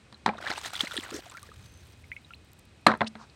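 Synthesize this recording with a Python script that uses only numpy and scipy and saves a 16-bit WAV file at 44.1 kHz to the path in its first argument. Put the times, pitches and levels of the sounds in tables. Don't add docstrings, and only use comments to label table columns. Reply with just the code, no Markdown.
import sys
import numpy as np
from scipy import signal
from scipy.fft import rfft, irfft
from scipy.io import wavfile
from scipy.ndimage import uniform_filter1d

SR = 44100
rng = np.random.default_rng(int(sys.argv[2]) if len(sys.argv) > 2 else 0)


def bounce(signal):
    frames = np.transpose(np.atleast_2d(signal))
    limited = np.clip(frames, -1, 1)
    pcm = np.round(limited * 32767).astype(np.int16)
    wavfile.write(sys.argv[1], SR, pcm)


def ratio(d):
    e = np.asarray(d, float) / 20
    return 10 ** e


N = 147735


def evened(x):
    return x / np.sqrt(np.mean(x ** 2) + 1e-20)


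def read(points, hz):
    point_hz, value = np.transpose(points)
    return np.interp(np.log(hz + 1), np.log(point_hz + 1), value)


def add(mix, s, sound):
    part = mix[round(s * SR):][:len(sound)]
    part += sound[:len(part)]


def colour(x, points, tilt_db=0):
    hz = np.fft.rfftfreq(len(x), 1 / SR)
    gain = ratio(read(points, hz) + tilt_db * np.log2((hz + 600) / 1000))
    gain = gain / np.sqrt(np.mean(gain ** 2))
    return irfft(rfft(x) * gain, len(x))


def resonate(x, hz, width):
    turn = np.exp(2j * np.pi * np.cumsum(hz * np.ones(len(x))) / SR)
    r = np.exp(-np.pi * width / SR)
    smooth = signal.lfilter([1 - r], [1, -r], x / turn + 1e-18)
    return 2 * (turn * smooth).real


def slow(per_s):
    size = int(SR / per_s)
    wander = uniform_filter1d(rng.standard_normal(N), size)
    return evened(uniform_filter1d(wander, size))


def bubble(db, hz, ring, rise):
    ring = max(ring, .0005)
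    t = np.arange(0, 2.2 * ring, 1 / SR)
    attack = np.sin(np.pi / 2 * np.minimum(t * hz / 2.13, 1)) ** 2
    end = 1 - (t / t[-1]) ** 4
    tone = np.sin(2 * np.pi * hz * t * (1 + rise * t / ring / 2))
    return ratio(db - 10 * t / ring) * attack * end * tone


def puff(db, hz, ring, share):
    t = np.arange(900) / SR
    noise = resonate(resonate(rng.standard_normal(900), hz, share * hz), hz, 2 * share * hz)
    return ratio(db - 10 * t / ring) * np.minimum(t / ring / 0.17, 1) * evened(noise)


def fizz():
    # time in seconds, level in dB, brightness in dB per octave.
    stirring = [(.33, -59, -6.5), (.42, -48.5, -2), (0.471, -41, -2), (0.514, -39, -2), (.54, -42, -0.5),
                (.585, -41, 0.5), (0.612, -46.5, 2), (0.662, -37.5, 1.5), (0.721, -53.5, 1.5),
                (0.754, -41, 3), (0.783, -45, 2), (0.805, -35, 3.2), (0.836, -41.5, 1), (.97, -44, 2.5),
                (1.09, -48.5, -1.5), (1.156, -45.5, 5.5), (1.22, -56, 0.5), (1.7, -64.5, 4)]
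    # frequency in Hz, level in dB per Hz.
    fizz_spectrum = [(150, -13), (300, -7.5), (1390, 0), (2600, -5), (3500, -5.5), (5500, -11.5),
                     (10500, -25.5), (15500, -30)]
    grains_per_s, grain_spread_db, grain_cycles = 6000, 3.5, 6.4
    grain_db, hiss_db = -4.5, -4.5

    pitches = np.geomspace(250, 14000, 36)
    hits = rng.random(N) < grains_per_s / SR
    size = ratio(grain_spread_db * np.minimum(rng.exponential(1, N), 5)) * hits
    which = rng.integers(0, len(pitches), N)
    grains = np.zeros(N)
    for k, hz in enumerate(pitches):
        db = read(fizz_spectrum, hz) + 6 * np.log2(hz / 1000)
        grain = bubble(db, hz, grain_cycles / hz, 0.053)
        grains += signal.oaconvolve(size * (which == k), grain)[:N]

    hiss = colour(rng.standard_normal(N), fizz_spectrum)
    flicker = ratio(3.77 * slow(203))
    foam = flicker * (ratio(grain_db) * evened(grains) + ratio(hiss_db) * hiss)

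    at, level_db, bright = np.transpose(stirring)
    hz, frame_s, z = signal.stft(foam, SR, nperseg=256)
    octaves = np.log2((hz[:, None] + 200) / 3000)
    z = z * ratio(octaves * np.interp(frame_s, at, bright))
    tilted = signal.istft(z, SR, nperseg=256)[1][:N]

    times = np.r_[at[0] - .03, at, at[-1] + .9]
    levels = np.r_[-90, level_db, -78]
    return tilted * ratio(np.interp(np.arange(N) / SR, times, levels))


def large_bubbles():
    # start in seconds, level in dB, pitch in Hz.
    bubble_hits = [(0.335, -32, 950), (0.351, -32.5, 660), (0.387, -34.5, 1450), (0.402, -34, 640),
                   (0.441, -30.5, 690), (0.466, -22, 1696), (0.507, -25, 1810), (0.513, -25, 780.0),
                   (0.577, -28, 864), (0.647, -30.5, 1810.0), (0.732, -32, 755), (0.803, -29.5, 2090),
                   (0.832, -19.5, 257), (0.871, -27, 2090), (0.911, -28.5, 1380.0), (0.921, -31.5, 1420),
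                   (0.977, -26.5, 1790), (0.983, -19.5, 298), (1.034, -33.5, 2000), (1.062, -35, 1500),
                   (0.457, -32.5, 1580), (.473, -25.5, 1920), (.514, -25.5, 2060), (0.508, -31, 335),
                   (.657, -36, 806), (0.744, -32, 1430), (.752, -34, 2020), (0.804, -31.5, 1250),
                   (.842, -32, 600), (.939, -33.5, 520), (0.956, -33, 1320), (0.962, -29.5, 413),
                   (1.118, -26.5, 306), (1.125, -34, 500), (1.142, -24, 340), (1.127, -37, 1380),
                   (1.186, -30, 324), (1.19, -36.5, 670), (1.318, -40.5, 1170), (1.375, -39, 2210),
                   (1.382, -38.5, 1550), (1.488, -40.5, 450), (1.49, -44, 1700)]
    out = np.zeros(N)
    for s, db, hz in bubble_hits:
        ring_s = 0.0035 * (1000 / hz) ** 0.26
        add(out, s, bubble(db + 4, hz, ring_s, 0.0057))
    return out


def spray():
    # start in seconds, level in dB, pitch in Hz.
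    spray_bursts = [(0.371, -45, 3620), (0.474, -30.0, 3780), (0.503, -31, 4840), (0.559, -34.5, 2720),
                    (0.588, -47.5, 8180.0), (0.641, -37, 3180), (0.754, -32, 3480), (0.764, -31.5, 3430),
                    (0.807, -20.5, 3410), (0.858, -36.5, 3970), (0.917, -31, 3340), (0.967, -36.5, 8740),
                    (0.967, -25, 3410), (0.976, -26, 3470), (0.998, -32.5, 3420), (1.037, -43.5, 7960),
                    (1.105, -43.5, 7300), (1.298, -48, 7500), (0.483, -33, 3030), (.515, -31, 4100),
                    (.585, -40, 4000), (0.667, -44, 4200), (.745, -41, 3580), (.793, -29, 3200),
                    (.94, -38, 1970), (1.105, -47, 4190), (1.142, -39.5, 5800), (1.15, -48, 5560),
                    (1.154, -45, 4100), (1.187, -44, 5440), (1.263, -47.5, 3200), (1.428, -46.5, 4130),
                    (3.077, -50.5, 8500), (3.045, -51, 4120), (3.298, -52, 4210)]
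    out = np.zeros(N)
    for s, db, hz in spray_bursts:
        add(out, s, puff(db + 4.5, hz, 0.0025, 0.1))
    return out


def drips():
    # start in seconds, level in dB, pitch in Hz, ring in seconds,
    # pitch rise as a share.
    falling_drops = [(0.144, -44, 4000, 0.0054, 0.024), (1.263, -39, 685, 0.0093, 0.034),
                     (1.348, -38.5, 1365, 0.017, 0.0089), (1.37, -30, 1490, 0.0022, 0.3),
                     (1.43, -42, 1154, 0.0093, 0.036), (1.516, -39.5, 1230, 0.006, 0.018),
                     (2.041, -43.5, 2150, 0.0042, .03), (2.1171, -22.5, 2280, 0.0012, 0.019),
                     (2.117, -32, 1964, 0.013, 0.15), (2.164, -38, 2145, 0.012, 0.031),
                     (2.166, -32.5, 2500, 0.0022, 0.036), (2.247, -47, 3780, 0.0051, .03),
                     (2.306, -45.5, 2390, .004, .3), (2.306, -41.5, 1354, 0.012, 0.02),
                     (2.336, -31.5, 2620, 0.0023, 0.039), (2.344, -41.5, 3970, 0.0032, 0.058)]
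    out = np.zeros(N)
    for s, db, hz, ring_s, rise in falling_drops:
        add(out, s, bubble(db, hz, ring_s, rise))
    return out


def ticks():
    # start in
    # seconds, level in dB, pitch in Hz.
    film_bursts = [(0.178, -53.5, 7660), (.263, -32, 8900), (0.735, -28, 11800), (1.314, -39.5, 7440),
                   (1.371, -29, 5050), (1.43, -30, 7940), (1.922, -54, 8950), (2.518, -47, 9000),
                   (2.533, -42.5, 11900), (2.591, -38.5, 7400), (2.595, -41, 10920), (2.654, -45, 9400),
                   (2.812, -55, 9300), (2.975, -49, 8900)]
    tick_s, stray_per_s, stray_db = 0.00025, 110, -59.5
    foam_start_s, foam_life_s = 1.0, 1.6
    out = np.zeros(N)
    for s, db, hz in film_bursts:
        add(out, s, puff(db, hz, tick_s, 0.4))
    for age, extra_db, extra_hz in rng.random((int(stray_per_s * N / SR), 3)) * [1, 12, 6000]:
        s = foam_start_s + foam_life_s * age ** 2
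        add(out, s, puff(stray_db + extra_db - 8 * age, 9500 + extra_hz, tick_s, 0.4))
    return out


def pockets():
    # start in seconds, level in dB, pitch in Hz, ring in seconds.
    air_pockets = [(.2615, -5.5, 820, 0.0032), (.2775, -14.5, 785, 0.0038), (0.2909, -14, 980, 0.0026),
                   (.2905, -22, 2310, 0.0038), (.295, -22, 808, 0.011), (2.8682, -1.5, 1106, .003),
                   (2.8661, -8.5, 1667, 0.0053), (2.8679, -14, 4006, 0.0049), (2.872, -15, 590, 0.004),
                   (2.868, -13, 307, .01), (2.8873, -8, 1310, 0.0022), (2.894, -11, 1100, 0.0025),
                   (2.8992, -10, 1430, 0.0021), (2.9154, -16, 1113, 0.0038), (2.914, -32, 3670, .002),
                   (2.923, -16, 1080, 0.0033), (3.0075, -18, 1910, 0.0028), (3.0077, -26, 3460, 0.0033),
                   (3.015, -15, 2000, 0.0025), (3.017, -11, 990, 0.0025), (3.021, -16, 697, 0.0041),
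                   (3.032, -25, 1380, 0.0032)]
    out = np.zeros(N)
    for s, db, hz, ring_s in air_pockets:
        add(out, s, bubble(db, hz, ring_s, 0.023))
    return out


def knocks():
    # start in seconds, level in dB, contact in seconds,
    # hardness in dB per octave.
    plank_blows = [(.125, -45.5, 0.0052, 2), (.26, -17.5, 0.007, -2), (.278, -26.5, 0.0046, -10),
                   (.289, -25, 0.0051, -7), (2.865, -7.5, 0.0063, -2.5), (2.882, -18, 0.0047, -11),
                   (2.896, -28, 0.012, -14), (2.915, -24, 0.0071, -6), (2.905, -26.5, 0.008, -6),
                   (2.936, -28, 0.0084, -9), (2.949, -35.5, 0.007, -7), (3.007, -21, 0.0039, -8),
                   (3.012, -20.5, 0.0099, -8), (3.032, -41, 0.011, -27), (3.153, -37, 0.0037, -4.5)]
    # frequency in Hz, level in dB per Hz.
    crack_spectrum = [(47, -95.5), (80, -26), (751, -7.5), (1700, -4), (2900, -17.5), (4140, -13),
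                      (5280, -24), (11000, -41), (16000, -58.5)]
    # pitch in Hz, level in dB, time to fall 60 dB in seconds.
    plank_modes = [(130, -10, 0.055), (220, 1.5, 0.23), (218, -11, 0.15), (284, -9.5, 0.062),
                   (646, -14, 0.12), (780, -14, 0.056), (1015, -10, 0.041), (1100, -15, 0.064),
                   (1384, -8, 0.057)]
    rattle_db, rattle_t60_s = -9.5, 0.13
    ring_db, boom_db = -40, -14.5
    rest_s, rest_width_s, rest_db = 2.98, 0.021, -21

    force, push = pockets(), np.zeros(N)
    t = np.arange(8192) / SR
    for s, db, contact_s, hard_db in plank_blows:
        u = t / contact_s
        shape = np.sin(np.pi * u.clip(0, 1) ** 0.76) ** 2
        noise = rng.standard_normal(8192)
        crack = colour(noise, crack_spectrum, hard_db) * shape
        fade = ratio(rattle_db - 60 * t / rattle_t60_s) * u.clip(0, 1)
        rattle = fade * colour(noise, crack_spectrum, hard_db - 2.0)
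        add(force, s, ratio(db) * (crack + rattle))
        add(push, s, ratio(db - 0.83 * hard_db) * shape)
    high_pass = signal.butter(2, 110, "high", fs=SR, output="sos")
    force, push = signal.sosfilt(high_pass, [force, push])

    modes = [ratio(db - 60 * t / t60_s) * np.sin(2 * np.pi * hz * t) for hz, db, t60_s in plank_modes]
    boom = signal.oaconvolve(np.gradient(push), sum(modes[:4]))[:N]
    ring = signal.oaconvolve(force, sum(modes[4:]))[:N]
    rest = np.exp(-((np.arange(N) / SR - rest_s) / rest_width_s) ** 2)
    boom_gain = ratio(boom_db + 1.9 * slow(79) + rest_db * rest)
    return force + ratio(ring_db) * ring + boom_gain * boom


def scrapes():
    # start in seconds, length in seconds, level in dB, start pitch in Hz, # end
    # pitch in Hz.
    slides = [
        (1.105, .105, -43, 290, 420),
        (1.122, 0.085, -50, 5600, 5500),
        (3.06, 0.028, -36, 1880, 6100),
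        (3.17, .1, -50, 1000, 1040),
        (3.17, 0.1, -62, 5200, 4100),
        (2.864, .012, -33, 9400, 7000),
        (1.1, 0.12, -49, 1300, 1800),
        (1.3, 0.062, -54, 980, 1230),
    ]
    out = np.zeros(N)
    for s, length_s, db, start_hz, end_hz in slides:
        u = np.linspace(0, 1, int(length_s * SR))
        hz = start_hz * (end_hz / start_hz) ** u
        grit = rng.laplace(size=len(u))
        for _ in range(4):
            grit = resonate(grit, hz, 0.99 * np.sqrt(start_hz * end_hz))
        add(out, s, ratio(db) * np.sin(np.pi * u) ** 2 * evened(grit))
    return out


def insects():
    # start in seconds, end in seconds, pitch in Hz, width in Hz, level in dB.
    songs = [
        (1.61, 1.82, 6190, 200, -69),
        (0, 3.35, 2510, 70, -75),
    ]
    t = np.arange(N) / SR
    out = np.zeros(N)
    for start, end, hz, width, db in songs:
        song = resonate(resonate(rng.standard_normal(N), hz, width), hz, width)
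        fade = np.clip(np.minimum(t - start, end - t) / 0.044 + 0.22, 0, 1)
        out += ratio(db + slow(40)) * evened(song) * fade
    return out


def rumble():
    hz, width_hz, level_db, gust_db = 76, 50, -63, 2
    surge_db, surge_s = 5, 1.35
    low = resonate(resonate(rng.standard_normal(N), hz, width_hz), hz, 2 * width_hz)
    surge = np.exp(-((np.arange(N) / SR - surge_s) / 1.0) ** 2)
    return ratio(level_db + gust_db * slow(8.1) + surge_db * surge) * evened(low)


def night_air():
    # frequency in Hz, level in dB per Hz.
    air_spectrum = [(15, -41.5), (25, -31), (76, 3), (962, -17), (2410, -18), (4030, -21.5), (8830, -34),
                    (16000, -54.5)]
    return ratio(-59 + 0.39 * slow(3.5)) * colour(rng.standard_normal(N), air_spectrum)


def scene():
    water = fizz() + large_bubbles() + spray() + drips() + ticks()
    wood = knocks() + scrapes()
    background = insects() + rumble() + night_air()
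    return (water + wood + background)[None]


def band_limit(x):
    return signal.sosfilt(signal.butter(12, 16660, fs=SR, output="sos"), x)


def record(dry):
    # pitch in Hz, width in Hz, level in dB.
    port_peaks = [(4000, 280, -9), (8420, 970, 2.5)]
    ported = dry[0].copy()
    for hz, width, db in port_peaks:
        ported += ratio(db) * resonate(dry[0], hz, width)
    wind_cut = signal.butter(3, 41, "high", fs=SR, output="sos")
    clipped = np.clip(signal.sosfilt(wind_cut, ported), -1, 1)
    treble_cut = signal.firwin(201, 16100, fs=SR)
    finished = signal.oaconvolve(clipped[None], treble_cut[None], "same")
    return band_limit(finished)


dry = scene()
out = record(dry)
bounce(out)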